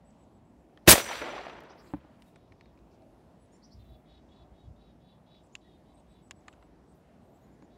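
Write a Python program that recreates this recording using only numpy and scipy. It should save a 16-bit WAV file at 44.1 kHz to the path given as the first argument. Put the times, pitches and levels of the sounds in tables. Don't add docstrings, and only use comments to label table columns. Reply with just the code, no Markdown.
import sys
import numpy as np
from scipy import signal
from scipy.fft import rfft, irfft
from scipy.io import wavfile
from scipy.ndimage import uniform_filter1d

SR = 44100
rng = np.random.default_rng(int(sys.argv[2]) if len(sys.argv) > 2 else 0)


def wrap_up_sound(samples):
    columns = np.atleast_2d(samples).T
    tamed = np.clip(columns, -1, 1)
    steps = np.round(tamed * 32767).astype(np.int16)
    wavfile.write(sys.argv[1], SR, steps)


N = 342657

# t/s, level/dB, tilt/(dB per octave)
JET_CURVE = [(.862, -58, -3.5), (.8735, -40.5, -3.5), (.875, -17, -1.5), (.882, -12, -2), (.894, -8, 1),
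             (.917, -9.5, 1), (.937, -15, -1.5), (.945, -24, 0), (.96, -31, 2), (1.05, -46, -1),
             (1.2, -57.5, 0), (1.55, -91.5, -1)]
# f/Hz, density/dB
JET_SPECTRUM = [(24, -34), (40, -14), (70, -4.5), (320, -2), (479, -5), (556, -2.5), (790, -7),
                (1090, -7.5), (1180, -15), (1340, -8.5), (1590, -6), (6490, -9.5), (9220, -9.5),
                (16000, -14.5)]
# f/Hz, level/dB, t60/s
VALVE_MODES = [(65.6, -24, 0.2), (98, -20, 0.057), (130, -19, 0.08), (574, -19.5, 0.29), (1920, -13, .03),
               (2575, -11, .03), (3700, -10, 0.031), (7228, -13.5, 0.0042)]
# f/Hz, level/dB, t60/s
TARGET_MODES = [(5884, -2.5, 1.05), (6180, -13, .9), (6842, -13, .8), (7246, -8, .95), (7989, -10, .85),
                (8285, -1, .6), (9281, -11, .55), (10020, -11, .45)]
# t/s, level/dB, tilt/(dB per octave)
YARD_CURVE = [(.95, -33, 2), (1.0, -37, 3), (1.045, -48, 2.5), (1.08, -40, 2), (1.2, -45.5, 3.5),
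              (1.23, -39.5, -0.5), (1.4, -43.5, -0.5), (1.75, -54, -3), (2.2, -71.5, 0)]
# f/Hz, density/dB
YARD_SPECTRUM = [(60, -26), (150, -23.5), (300, -1), (700, -0.5), (1800, -5.5), (3500, -11.5), (5500, -30),
                 (9000, -34.5), (16000, -51)]
# t/s, level/dB, f/Hz
WALL_SLAPS = [(0.956, -13, 680), (0.979, -14.5, 554), (1.077, -31, 2070), (1.097, -30, 1810),
              (1.101, -27.5, 600), (1.111, -26, 890), (1.131, -27, 2100), (1.217, -26, 446),
              (1.224, -26.5, 550), (1.241, -29, 503), (1.258, -30, 610), (1.284, -27.5, 708),
              (1.335, -29.5, 650), (1.38, -28.5, 1090), (1.467, -27.5, 670)]
# t/s, level/dB, f/Hz, second f/Hz, second level/dB, rattle level/dB
FITTING_CLICKS = [(0.7745, -46, 3200, 1800, -7, -9), (1.605, -57, 5000, 13030, 1, -4),
                  (1.636, -60.5, 11500, 12900, -1.5, -8), (2.2217, -51, 3000, 9000, -6, -6.5),
                  (2.3588, -52, 1400, 8200, -6, -0.5), (2.5215, -50, 2220, 4000, -10, -6.5),
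                  (2.6102, -48.5, 2250, 4300, -5, -6), (2.658, -59, 2300, 4260, -4, -5),
                  (2.775, -59, 2390, 5000, -10, -8), (2.79, -61, 3970, 2500, -4, -8),
                  (3.022, -61.5, 4100, 2600, -9, -10), (5.349, -60, 2300, 4500, -8, -6),
                  (5.553, -29.5, 2750, 6640, -6.5, -14), (6.3098, -36, 2720, 7070, 0, -3.5),
                  (6.4817, -37.5, 1200, 6850, -9.5, -3.5), (6.528, -53, 2644, 6500, -14, -8),
                  (6.536, -55, 1470, 3970, -11, -3), (6.626, -54, 1360, 3980, -8, -2.5),
                  (7.6237, -57, 2240, 4300, -8, -10)]
# t/s, level/dB
BODY_KNOCKS = [(1.9369, -33), (1.9437, -42), (2.049, -54.5), (7.625, -54)]
# f/Hz, level/dB, t60/s
BODY_MODES = [(69.4, -10.5, 0.37), (131.4, -14, 0.19), (192, -3.5, 0.15), (293, 8.5, 0.054),
              (543, -1.5, 0.037), (785, 5.5, 0.017), (1490, -9, 0.025), (2520, -19, .012)]
# t/s, length/s, f/Hz, width/octaves, level/dB
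SLEEVE_RUSTLES = [(1.8, 0.16, 7500, 0.18, -77), (1.738, 0.27, 12600, 0.52, -79.5),
                  (2.183, 0.16, 9000, 1, -79), (2.9, .07, 4870, 0.46, -80.5), (3.7, 0.35, 13600, 0.36, -84),
                  (6.92, .1, 13000, .3, -85.5), (7.2, .35, 13000, .2, -88)]
# t/s, held f/Hz, level/dB
THIN_NOTES = [(.045, 7940, -72), (.18, 7900, -77), (.32, 7800, -84), (.447, 7800, -84), (.58, 7700, -85),
              (5.938, 8250, -73), (6.078, 8050, -80), (6.22, 7980, -72), (6.345, 7850, -75),
              (6.475, 7700, -74), (6.61, 7800, -80), (6.87, 8100, -80), (7.22, 8400, -85)]
# t/s, length/s, first f/Hz, held f/Hz, level/dB, upper f/Hz, upper level/dB
ARCHED_NOTES = [(3.395, 0.069, 7730, 8000, -77.5, 10000, -1), (3.518, .052, 6300, 7460, -71, 9300, -6),
                (5.426, 0.048, 6760, 8100, -75.5, 9500, -6), (5.523, 0.038, 5800, 7550, -69, 9300, -20),
                (7.33, .046, 6800, 7900, -80, 9700, -18), (7.418, .035, 6040, 7060, -78, 8900, -22),
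                (7.51, .043, 6500, 7300, -83, 9000, -18), (7.61, 0.046, 6200, 7060, -78.5, 8800, -20)]
# t/s, length/s, f/Hz, level/dB
FLAT_NOTES = [(3.525, .04, 5520, -77), (5.645, 0.047, 1910, -72.5), (5.866, 0.13, 2140, -85),
              (6.128, .09, 2140, -84)]
# t/s, last f/Hz, level/dB
RISING_CHIPS = [(1.678, 5950, -62.5), (1.767, 5630, -64), (1.85, 4700, -68), (3.616, 5880, -60),
                (3.70, 5500, -61.5)]
# t/s, length/s, fundamental f/Hz, scoop depth/Hz, level/dB, upper harmonics' boost/dB
BUZZY_NOTES = [(2.25, .05, 380, 0, -84, 2), (2.33, .155, 383, 5, -86, 4), (2.58, .14, 379, 0, -86, 4),
               (3.79, .04, 410, 0, -72, -4), (3.84, .135, 388, 0, -75, -2), (4.055, .145, 385, 24, -73, 0),
               (4.285, .155, 388, 30, -73, -1), (4.52, .16, 382, 32, -79, -1),
               (4.76, .165, 387, 24, -79, 4), (5.0, .165, 388, 28, -76, -1), (5.26, .15, 388, 26, -75, 1),
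               (5.605, .17, 376, -20, -78, 3), (5.85, .085, 400, 40, -79, 0), (5.965, .045, 390, 6, -83, 3),
               (6.065, .165, 392, 42, -81, 1), (7.70, .07, 395, 30, -80, 0)]
# number, level/dB
BUZZ_HARMONICS = [(7, -19), (8, -11), (9, 0), (10, 0), (11, -11), (12, -19), (13, -20), (14, -22)]
# t/s, length/s, level/dB
MIC_GUSTS = [(.3, 0.32, -65), (1.14, 0.093, -53), (2.154, 0.089, -65), (2.45, 0.11, -66),
             (2.78, 0.082, -62), (3.05, 0.064, -62), (3.715, 0.12, -49.5), (3.84, 0.13, -57),
             (4.374, 0.084, -58), (4.496, 0.042, -48), (4.619, 0.13, -52.5), (6.522, 0.2, -63)]
# f/Hz, density/dB
TRAFFIC_SPECTRUM = [(59, -31), (100, -2.5), (202, -0.5), (315, -4), (442, -11.5), (676, -7.5), (910, -15.5),
                    (1280, -24.5), (1520, -24), (1760, -27.5), (4020, -35.5), (13800, -47), (16000, -57)]
BAND_CENTRES = 40 * 2 ** np.arange(0, 8.8, .5)


def air_jet():
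    out = rush(JET_CURVE, JET_SPECTRUM, pivot_hz=3100, flicker_db=1.8, flicker_hz=400)
    centre_s, width_s, rise_hz_per_s = .914, .004, 240000
    t = clock(6 * width_s) - 3 * width_s
    bell = np.exp(-.5 * (t / width_s) ** 2)
    add(out, centre_s + t[0], undb(-9) * bell * glide(9250 + rise_hz_per_s * t))
    return out


def valve():
    out = np.zeros(N)
    add(out, .879, struck(clock(.3), VALVE_MODES))
    return out


def steel_target(hit_s=.89, level_db=-37):
    out, t = np.zeros(N), clock(1.2)
    for hz, db, t60 in TARGET_MODES:
        pair = ring(t, hz, t60) + .45 * ring(t, hz + rng.uniform(9.6, 38), t60)
        flicker_db = 2.2 * walk(len(t), 70)
        add(out, hit_s, undb(level_db + db + flicker_db) * pair * attack(t, .024))
    return out


def yard_echo(weak_count=14):
    out = rush(YARD_CURVE, YARD_SPECTRUM, pivot_hz=550, flicker_db=1.6, flicker_hz=260)
    late_s = rng.uniform(0, .47, size=weak_count)
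    spread_db, pitch = rng.standard_normal((weak_count, 2)).T
    weak_slaps = zip(1.06 + late_s, -32.5 - 11 * late_s + spread_db, 670 * 2 ** (.23 * pitch))
    t = clock(.03)
    for s, db, hz in WALL_SLAPS + list(weak_slaps):
        crack = .64 * band(len(t), 1800, .49) * decay(t, .0075)
        add(out, s, undb(db) * attack(t, .00097) * (ring(t, hz, .02) + crack))
    return out


def clicks(ring_cycles=24):
    out, t = np.zeros(N), clock(.033)
    for s, db, hz, second_hz, second_db, rattle_db in FITTING_CLICKS:
        main = ring(t, hz, ring_cycles / hz)
        second = undb(second_db) * ring(t, second_hz, 2 * ring_cycles / second_hz)
        rattle = undb(rattle_db) * band(len(t), .45 * np.sqrt(hz * second_hz), 1) * decay(t, .025)
        snap = undb(-3 + 1.7 * db) * band(len(t), 4800, 1.7) * decay(t, .0042)
        add(out, s, undb(db) * (main + second + rattle + snap) * attack(t, .000092))
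    return out


def knocks():
    out, t = np.zeros(N), clock(.4)
    body = struck(t, BODY_MODES) * attack(t, .00046)
    for s, db in BODY_KNOCKS:
        add(out, s, undb(db) * body)
    return out


def sleeve():
    out = np.zeros(N)
    for s, length, hz, octaves, db in SLEEVE_RUSTLES:
        u = progress(length)
        envelope = undb(db + 1.9 * walk(len(u), 150)) * np.sin(np.pi * u) ** .65
        add(out, s, envelope * band(len(u), hz, octaves))
    return out


def whistle(length, first_hz, held_hz, scoop=.3, drop=.68):
    u = progress(length)
    fall = np.clip((u - .88) / .12, 0, 1)
    hz = held_hz + (first_hz - held_hz) * np.exp(-u / scoop) + (drop - 1) * held_hz * fall
    envelope = np.sin(np.pi * u ** 1.5) ** .25 * undb(2 * walk(len(u), 127))
    wobble_hz = 40 * (1 + 9 * fall * (drop < 1)) * walk(len(u), 630)
    return envelope * glide(hz + wobble_hz)


def bird_whistles():
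    out = np.zeros(N)
    for s, hz, db in THIN_NOTES:
        for ratio, voice_db in [(1, 0), (1.25, -17)]:
            add(out, s, undb(db + voice_db) * whistle(.066, ratio * (hz - 600), ratio * hz, scoop=.06))
    for s, length, first_hz, held_hz, db, upper_hz, upper_db in ARCHED_NOTES:
        add(out, s, undb(db) * whistle(length, first_hz, held_hz))
        add(out, s, undb(db + upper_db) * whistle(length, upper_hz - 1100, upper_hz))
    for s, length, hz, db in FLAT_NOTES:
        add(out, s, undb(db) * whistle(length, hz, hz, drop=1))
    return out


def bird_chips(first_hz=4400, rasp_hz=600):
    out, u = np.zeros(N), progress(.051)
    for s, last_hz, db in RISING_CHIPS:
        hz = first_hz + (last_hz - first_hz) * u + rasp_hz * np.tanh(walk(len(u), 1200))
        add(out, s, undb(db) * np.sin(np.pi * u ** 1.5) * glide(hz))
    return out


def bird_buzzes(scoop_s=.028, sag_hz=14):
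    out = np.zeros(N)
    for s, length, held_hz, scoop_hz, db, upper_db in BUZZY_NOTES:
        u = progress(length)
        hz = held_hz - scoop_hz * np.exp(-u * length / scoop_s) - sag_hz * u ** 3
        hz *= 1 + .006 * walk(len(u), 118)
        stack = sum(undb(harmonic_db + upper_db * (k > 9) + 2.8 * walk(len(u), 90)) * glide(k * hz)
                    for k, harmonic_db in BUZZ_HARMONICS)
        roughness = 1 + .41 * band(len(u), 482, 1)
        add(out, s, undb(db) * np.sin(np.pi * u ** 1.3) ** .22 * stack * roughness)
    return out


def tree_echo(song, level_db=-36):
    t = clock(.25)
    tail = rng.standard_normal(len(t)) * decay(t, .24)
    return song + undb(level_db) * signal.fftconvolve(song, tail)[:N]


def wind(steady_db=-63.5):
    force = np.full(N, undb(steady_db))
    for s, length, db in MIC_GUSTS:
        add(force, s, undb(db) * np.sin(np.pi * progress(length)))
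    rumble = sum(undb(db + 2 * walk(N, 14)) * band(N, hz, .36)
                 for hz, db in [(30, -14), (58, -3), (105, -7)])
    return force * rumble


def far_traffic(level_db=-60):
    swell_db = .8 * walk(N, .83)
    murmur = sum(undb(band_level(TRAFFIC_SPECTRUM, hz) + swell_db + 1.5 * walk(N, 8)) * band(N, hz, .29)
                 for hz in BAND_CENTRES[4:])
    return undb(level_db) * murmur / murmur.std()


def rush(curve, spectrum, pivot_hz, flicker_db, flicker_hz):
    times, level_db, tilt_db = np.transpose(curve)
    start = times[0]
    t = start + clock(times[-1] - start)
    level_db, tilt_db = np.interp(t, times, level_db), np.interp(t, times, tilt_db)
    bands_db = band_level(spectrum, BAND_CENTRES)
    bands_db -= 10 * np.log10(np.sum(undb(2 * bands_db)))
    puffs_db = flicker_db * walk(len(t), flicker_hz)
    out = np.zeros(N)
    for hz, db in zip(BAND_CENTRES, bands_db):
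        slope_db = tilt_db * np.log2(max(hz, 250) / pivot_hz)
        air_loss_db = (t - start) * hz / 1000
        flutter_db = puffs_db + 1.5 * walk(len(t), flicker_hz / 3)
        gain = undb(level_db + db + slope_db - air_loss_db + flutter_db)
        add(out, start, gain * band(len(t), hz, .41))
    return out


def undb(db):
    return 10 ** (np.asarray(db) / 20)


def clock(length):
    return np.arange(int(length * SR)) / SR


def progress(length):
    return clock(length) / length


def add(out, s, x):
    i = int(s * SR)
    out[i:i + len(x)] += x[:len(out) - i]


def band(size, hz, octaves):
    f = np.fft.rfftfreq(size, 1 / SR) + 1
    bell = np.exp(-.5 * (np.log2(f / hz) / octaves) ** 2)
    x = irfft(rfft(rng.standard_normal(size)) * bell, size)
    return x / x.std()


def band_level(spectrum, hz):
    f, db = np.transpose(spectrum)
    return np.interp(np.log(hz), np.log(f), db) + 10 * np.log10(hz)


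def walk(size, rate):
    hold = int(SR / rate)
    steps = np.repeat(rng.standard_normal(size // hold + 1), hold)
    return 1.5 * uniform_filter1d(uniform_filter1d(steps, hold), hold)[:size]


def attack(t, rise_s):
    return np.minimum(t / rise_s, 1)


def decay(t, t60):
    return 1000. ** (-t / t60)


def ring(t, hz, t60):
    return np.sin(2 * np.pi * hz * t) * decay(t, t60)


def struck(t, modes):
    return sum(undb(db) * ring(t, hz, t60) for hz, db, t60 in modes)


def glide(hz):
    return np.sin(2 * np.pi * np.cumsum(hz) / SR)


def scene():
    background = far_traffic() + wind()
    shot = air_jet() + valve() + yard_echo() + steel_target()
    handling = clicks() + knocks() + sleeve()
    birds = tree_echo(bird_whistles() + bird_chips() + bird_buzzes())
    return (shot + handling + birds + background)[None]


def record(dry, low_hz=47.7, top_hz=15750):
    lean = signal.sosfilt(signal.butter(4, low_hz, "high", fs=SR, output="sos"), dry)
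    rounded = np.tanh(1.12 * lean) / 1.086
    return signal.sosfilt(signal.ellip(10, .2, 60, top_hz, fs=SR, output="sos"), rounded)


dry = scene()
out = record(dry)
wrap_up_sound(out)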